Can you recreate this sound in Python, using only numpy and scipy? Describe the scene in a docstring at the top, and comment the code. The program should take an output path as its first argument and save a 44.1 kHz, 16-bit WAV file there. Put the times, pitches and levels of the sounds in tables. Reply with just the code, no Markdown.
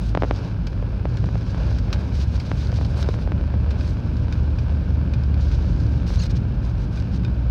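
"""A four-cylinder engine rises and eases off, heard inside a car rolling slowly on packed snow. The engine hums
at multiples of its firing rate, the uneven track booms in the cabin and snow crunches under the tyres.
Something like a nylon jacket swishes as its threads catch and slip, and squeaks once with the steering. Hard
little knocks sound close by, each ringing briefly over a hollow thump; loose trim ticks."""
import sys
import numpy as np
from scipy import signal
from scipy.fft import rfft, irfft, next_fast_len
from scipy.io import wavfile
from scipy.ndimage import uniform_filter1d

SR = 44100
rng = np.random.default_rng(int(sys.argv[2]) if len(sys.argv) > 2 else 0)


def to_wav(s):
    """Save 16-bit WAV."""
    ch = np.atleast_2d(s).T  # columns
    pcm = np.round(np.clip(ch, -1, 1) * 32767)  # PCM
    wavfile.write(sys.argv[1], SR, pcm.astype(np.int16))


N = 330926
TIME = np.arange(N) / SR


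def undb(db):
    """Decibels to gain."""
    return 10 ** (np.asarray(db) / 20)


def unit(x):
    """Scale to rms 1."""
    return x / np.sqrt(np.mean(x ** 2))


def fade(t, t60):
    """Exponential decay, 60 dB down at t60."""
    return np.exp(-np.log(1000) * t / t60)


def add(track, start_s, sound):
    """Mix a sound in at start_s."""
    i = max(int(start_s * SR), 0)
    track[i:i + len(sound)] += sound[:N - i]


def colour(x, spectrum):
    """Minimum-phase filter from rows of f/Hz, gain/dB."""
    hz, db = np.transpose(spectrum)
    size = next_fast_len(len(x) + 4096, real=True)
    bins_hz = np.maximum(np.fft.rfftfreq(size, 1 / SR), 1)
    gain = undb(np.interp(np.log(bins_hz), np.log(hz), db))
    cepstrum = irfft(np.log(gain), size)
    cepstrum[1:size // 2] *= 2
    cepstrum[size // 2 + 1:] = 0
    return irfft(rfft(x, size) * np.exp(rfft(cepstrum)), size)[:len(x)]


def noise(spectrum, n=N):
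    """Coloured noise, rms 1."""
    return unit(colour(rng.standard_normal(n), spectrum))


def walk(rate_hz):
    """Smooth random drift, rms 1."""
    hold = max(int(SR / rate_hz), 1)
    steps = np.repeat(rng.standard_normal(N // hold + 2), hold)
    return unit(uniform_filter1d(steps, hold)[:N])


def grains(per_s, spread_db):
    """Random tiny clicks, mostly weak, a few strong."""
    sizes = undb(spread_db * np.minimum(rng.exponential(size=N), 5))
    return unit((rng.random(N) < per_s / SR) * sizes * rng.standard_normal(N))


def patches(table, length_s):
    """Lift in dB, swelling and falling as the wheels cross each patch of road."""
    return sum(db * np.cos(np.pi * np.clip((TIME - s) / length_s, -.5, .5)) ** 2 for s, db in table)


# engine run: t/s, firing rate/Hz, relative level/dB
ENGINE_RUN = [(0, 53, -24), (.6, 58, -33.5), (1, 59.7, -25.5), (2, 67, -23.5), (3, 71, -23),
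              (4.5, 73.2, -22.5), (5.6, 71.6, -18), (6.3, 69.2, -22.5), (6.9, 63.9, -29.5),
              (7.5, 61.4, -17.5)]
# harmonics: multiple of firing rate, relative level/dB
ENGINE_HARMONICS = [(1, -1.5), (2, -16.5), (3, -27), (4, -36), (5, -32)]

def engine(firing_hz, level_db):
    """Firing rate and its first multiples, each wavering a little with the load."""
    phase = 2 * np.pi * np.cumsum(firing_hz * (1 + 0.00339 * walk(6))) / SR
    hum = sum(undb(db + 2 * walk(9)) * np.sin(order * phase + rng.uniform(0, 2 * np.pi))
              for order, db in ENGINE_HARMONICS)
    return unit(hum) * undb(level_db - 1)


# cabin rumble: f/Hz, gain/dB
CABIN_SPECTRUM = [(20, -37), (40, -20.5), (60, -8), (82, -4), (108, 1), (125, -3.5), (142, -11),
                  (175, -7.5), (215, -16), (280, -18), (400, -30.5), (3000, -100)]
# deep boom of body sway: f/Hz, gain/dB
SWAY_SPECTRUM = [(20, -43), (31, -25), (41, -9), (50, 5), (58, -3), (72, -18), (400, -100)]
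# ruts: t/s, rumble lift/dB
ROAD_RUTS = [(1.25, 4), (1.75, 2), (2.8, 2.5), (4.27, 1), (5.05, 1.5), (5.87, 3), (6.35, 3), (7.2, 2.5)]
# dips: t/s, sway lift/dB
ROAD_DIPS = [(.72, 7.5), (1.75, 8), (3.25, 3), (3.7, 1), (5.62, 8), (6.2, 6.5), (6.7, 7)]

def rumble(speed_oct):
    """Ruts shake the suspension and dips sway the body: the cabin air booms."""
    rumble_db = -24 + 3.5 * speed_oct + patches(ROAD_RUTS, length_s=0.52)
    sway_db = -29 + 13.5 * speed_oct + patches(ROAD_DIPS, length_s=0.66)
    out = np.zeros(N)
    for spectrum, level_db in ((CABIN_SPECTRUM, rumble_db), (SWAY_SPECTRUM, sway_db)):
        boom = noise(spectrum)
        running_rms = np.sqrt(uniform_filter1d(boom ** 2, size=SR // 5))
        out += boom / running_rms * undb(level_db)  # dense jolts hold the strength steady
    return out


# tyres through the floor: f/Hz, gain/dB
FLOOR_SPECTRUM = [(150, -4), (330, 1), (570, 3), (720, -4), (950, -3.5), (1200, -9), (1560, -5),
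                  (1930, -19.5), (2350, -12.5), (3500, -21), (5100, -23), (7000, -45), (10000, -47),
                  (16000, -61)]
# crusted snow: t/s, crunch lift/dB
SNOW_CRUSTS = [(.42, 5), (1.63, 5.5), (1.98, 4.5), (3, 3.5), (3.76, 2.5)]

def tyres(speed_oct):
    """Packed snow breaks under the tread: dense grains over a steady roar, dulled by the floor."""
    level_db = -41 + 3.5 * speed_oct + patches(SNOW_CRUSTS, length_s=0.32)
    crunch = grains(per_s=2000, spread_db=3) * undb(1.2 * walk(25))
    tread = rng.standard_normal(N) + undb(-1.5) * crunch
    return unit(colour(tread, FLOOR_SPECTRUM)) * undb(level_db)


def slides(table, arch):
    """Power of swish and sheen: each cloth movement speeds up, then slows to rest."""
    power = np.zeros((2, N))
    for start_s, length_s, db, sheen_db in table:
        progress = np.clip((TIME - start_s) / length_s, 0, 1)
        envelope = (4 * progress * (1 - progress)) ** arch
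        power += np.outer(undb([db, db + sheen_db]), envelope) ** 2
    return power


# sliding nylon: f/Hz, gain/dB
NYLON_SPECTRUM = [(500, -13.5), (1600, -1), (1950, -3.5), (2400, -2), (3300, -1), (3900, 2), (5000, 1),
                  (6250, -5), (7300, -16.5), (9500, -28.5), (15500, -35.5)]
# sleeve strokes: t/s, length/s, level/dB, sheen re level/dB
SLEEVE_STROKES = [(0, .12, -50, -17), (1.462, .054, -52, -26), (2.14, .11, -44.5, -21),
                  (2.321, 0.068, -48, -23), (2.447, 0.077, -51, -23), (2.565, 0.096, -47, -23),
                  (2.725, 0.066, -49.5, -22), (2.955, 0.084, -45.5, -15), (3.78, 0.17, -51, -18),
                  (5.4, 0.19, -51, -28), (6.059, 0.13, -45.5, -19), (6.195, 0.075, -40.5, -22),
                  (6.295, 0.024, -44, -22), (6.352, 0.029, -46, -24), (6.618, .095, -56, -18),
                  (6.788, 0.069, -54.5, -18), (6.909, 0.11, -52.5, -20), (7.11, 0.069, -51, -22)]
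# restless rustling: t/s, length/s, level/dB, sheen re level/dB
SLEEVE_RUSTLES = [(.2, .33, -55, -27), (1.08, 0.87, -56, -26.5), (1.9, 1.36, -55, -19.5),
                  (3.68, 1.25, -61.5, -22), (5.38, 0.67, -55.5, -25)]

def cloth(rest_db=-63, fidget_db=2, grain_db=-3, flutter_db=1.7):
    """A sleeve rustles and slides; threads catch and slip, so each swish is finely grained."""
    rustle_power = slides(SLEEVE_RUSTLES, arch=0.11) * undb(fidget_db * walk(25)) ** 2
    swish_power, sheen_power = slides(SLEEVE_STROKES, arch=0.38) + rustle_power
    slips = rng.standard_normal(N) + undb(grain_db) * grains(per_s=4000, spread_db=4.5)
    swish = unit(colour(slips, NYLON_SPECTRUM)) * np.sqrt(swish_power + undb(rest_db) ** 2)
    sheen_spectrum = [(4000, -18.5), (7800, 2), (9500, -4), (12000, -8.5), (16000, -15.5)]
    sheen = noise(sheen_spectrum) * np.sqrt(sheen_power)
    return (swish + sheen) * undb(flutter_db * walk(70))


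# hard plastic, for knocks and ticks: f/Hz, gain/dB
TRIM_SPECTRUM = [(400, -7), (1500, 4.5), (1950, -1.5), (2350, 6), (3200, -0.5), (4000, 3), (5200, 2),
                 (6600, -11), (8500, -21), (11000, -30), (16000, -29)]
# hollow thump under each knock: f/Hz, level re swing/dB, t60/s
HOLLOW_MODES = [(177, -15, .035), (283, -13.5, .05), (380, -25.5, 0.035)]
# close knocks: t/s, swing peak/dB, damping ratio
CLOSE_KNOCKS = [(0.1505, -8.5, .5), (.1741, -8, 0.37), (.2224, -8, 0.41), (0.2344, -8.5, 0.31),
                (.2420, -17, .27), (.2488, -20, 0.25), (0.3103, -7.5, 0.39), (0.8261, -23, .2),
                (1.0546, -14, .27), (1.2418, -20, 0.57), (1.289, -21.5, 0.53), (1.3553, -20, 0.3),
                (1.5461, -21, .4), (1.7156, -25.5, .4), (1.8834, -26, 0.36), (2.516, -12, 1),
                (2.7277, -21.5, .24), (2.7880, -22, 0.25), (2.8124, -19.5, 0.32), (3.0886, -13.5, 0.14),
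                (3.1415, -20.5, 0.89), (3.1890, -22.5, 0.64), (3.2750, -19.5, 0.32), (3.3202, -15.5, 0.91),
                (3.5403, -21.5, .28), (6.1045, -22, 0.66)]

def knocks(contact_s=0.00006, rattle_db=-30, crack_db=-27):
    """Hard contact kicks a damped resonance: crack, a swing or two, hollow thump, faint rattle."""
    out, t = np.zeros(N), TIME[:4096]
    contact = t / contact_s * np.exp(-t / contact_s)
    push = np.convolve(contact, np.hanning(9))[:len(t)]
    thump = sum(undb(db) * np.sin(2 * np.pi * hz * t) * fade(t, t60) for hz, db, t60 in HOLLOW_MODES)
    for start_s, db, damping in CLOSE_KNOCKS:
        ring_hz = 740 * damping ** 0.25  # higher where more damped
        omega = 2 * np.pi * ring_hz
        resonator = signal.bilinear([omega, 0], [1, 2 * damping * omega, omega ** 2], SR)
        swing = signal.lfilter(*resonator, push)
        rattle = undb(rattle_db) * noise(FLOOR_SPECTRUM, len(t)) * fade(t, t60=0.051)
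        crack = undb(crack_db) * noise(TRIM_SPECTRUM, len(t)) * fade(t, t60=0.0034)
        add(out, start_s, undb(db) * (swing / swing.max() - thump + rattle + crack))
    return out


# ring of the plastic: f/Hz, relative level/dB, t60/s
PLASTIC_MODES = [(1520, 0, .05), (2440, -1.5, 0.036), (3660, -7.5, 0.053), (4900, -9.5, 0.037)]
# bright ticks: t/s, relative level/dB, burst t60/s, ring re burst/dB
TRIM_TICKS = [(.669, -27, .039, -14), (1.17, -29, 0.029, -18), (1.785, -30, .038, -18),
              (1.928, -18.5, 0.048, -21), (2.399, -26.5, 0.038, -15), (2.718, -26, 0.0094, -15),
              (2.848, -30, .045, -5), (3.0272, -21, 0.017, -22), (3.088, -26, 0.019, -12),
              (3.707, -31, 0.052, -4), (3.809, -33.5, 0.026, -2), (4.325, -28, .035, -5),
              (4.586, -33.5, .037, -3), (5.136, -30.5, 0.04, 1), (5.235, -34, .023, -9),
              (5.342, -31.5, 0.013, -15), (5.515, -32.5, .042, -6), (6.973, -33.5, 0.024, 2),
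              (7.2485, -23.5, 0.011, -6)]

def ticks(rise_s=0.00033, gain_db=-6, faint_count=12):
    """Small hard parts tick and ring the trim; the cabin smears each into a short bright burst."""
    out, t = np.zeros(N), TIME[:8192]
    attack = 1 - np.exp(-t / rise_s)
    faint_ticks = [(start_s, -37.5, 0.03, -8.5) for start_s in rng.random(faint_count) * TIME[-1]]
    for start_s, db, t60, ring_db in list(TRIM_TICKS) + faint_ticks:
        burst = noise(TRIM_SPECTRUM, len(t)) * fade(t, t60)
        ring = np.zeros(len(t))
        for hz, mode_db, mode_t60 in PLASTIC_MODES:
            detuned_hz = hz * (1 + 0.02 * rng.standard_normal())
            ring += undb(mode_db) * np.sin(2 * np.pi * detuned_hz * t) * fade(t, mode_t60)
        add(out, start_s, undb(db + gain_db) * (burst + undb(ring_db) * ring) * attack)
    return out


# zips within the squeak: t/s, length/s, start f/Hz, end f/Hz, level/dB
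NYLON_ZIPS = [(6.183, .023, 3800, 4850, -37), (6.199, 0.013, 2600, 2900, -38),
              (6.206, .033, 4530, 3890, -37), (6.234, 0.0068, 5320, 5600, -40)]

def squeak(overtone_db=-4):
    """Ribbed weave zips; pitch follows sliding speed, on the second (f) and third (1.5 f) harmonics."""
    out = np.zeros(N)
    for start_s, length_s, start_hz, end_hz, db in NYLON_ZIPS:
        n = int(length_s * SR)
        hz = np.linspace(start_hz, end_hz, n) * (1 + 0.022 * walk(900)[:n])
        phase = 2 * np.pi * np.cumsum(hz) / SR
        tone = np.sin(phase) + undb(overtone_db) * np.sin(1.5 * phase)
        add(out, start_s, undb(db) * np.hanning(n) * tone)
    return out


# glass and dashboard echoes: delay/s, level re direct/dB
CABIN_ECHOES = [(.00127, -23), (.00243, -21.5), (.00491, -17.5), (.0077, -20), (0.0115, -16)]

def reflect(direct, gain_db=0.73):
    """Windows and dashboard return a sound within milliseconds: a boxy colour."""
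    out = direct.copy()
    for delay_s, db in CABIN_ECHOES:
        add(out, delay_s, undb(db) * direct)
    return out * undb(gain_db)


def scene(cruise_hz=70):
    """Front-seat mix. The car stays in one gear, so road noise follows the firing rate."""
    times_s, rates_hz, levels_db = np.transpose(ENGINE_RUN)
    firing_hz = np.interp(TIME, times_s, rates_hz)
    engine_db = np.interp(TIME, times_s, levels_db)
    speed_oct = np.log2(firing_hz / cruise_hz)  # doublings above cruising speed
    driving = engine(firing_hz, engine_db) + rumble(speed_oct) + tyres(speed_oct)
    return (driving + reflect(cloth() + ticks()) + squeak() + knocks())[None]


def record(dry, low_cut_hz=27, high_cut_hz=15800, hiss_db=-75):
    """Mono, with faint hiss; deepest bass and top cut."""
    highpass = signal.butter(4, low_cut_hz, "high", fs=SR, output="sos")
    lowpass = signal.ellip(8, 0.2, 70, high_cut_hz, fs=SR, output="sos")
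    hiss = undb(hiss_db) * rng.standard_normal(dry.shape)
    return signal.sosfilt(lowpass, signal.sosfilt(highpass, dry) + hiss)


dry = scene()
out = record(dry)
to_wav(out)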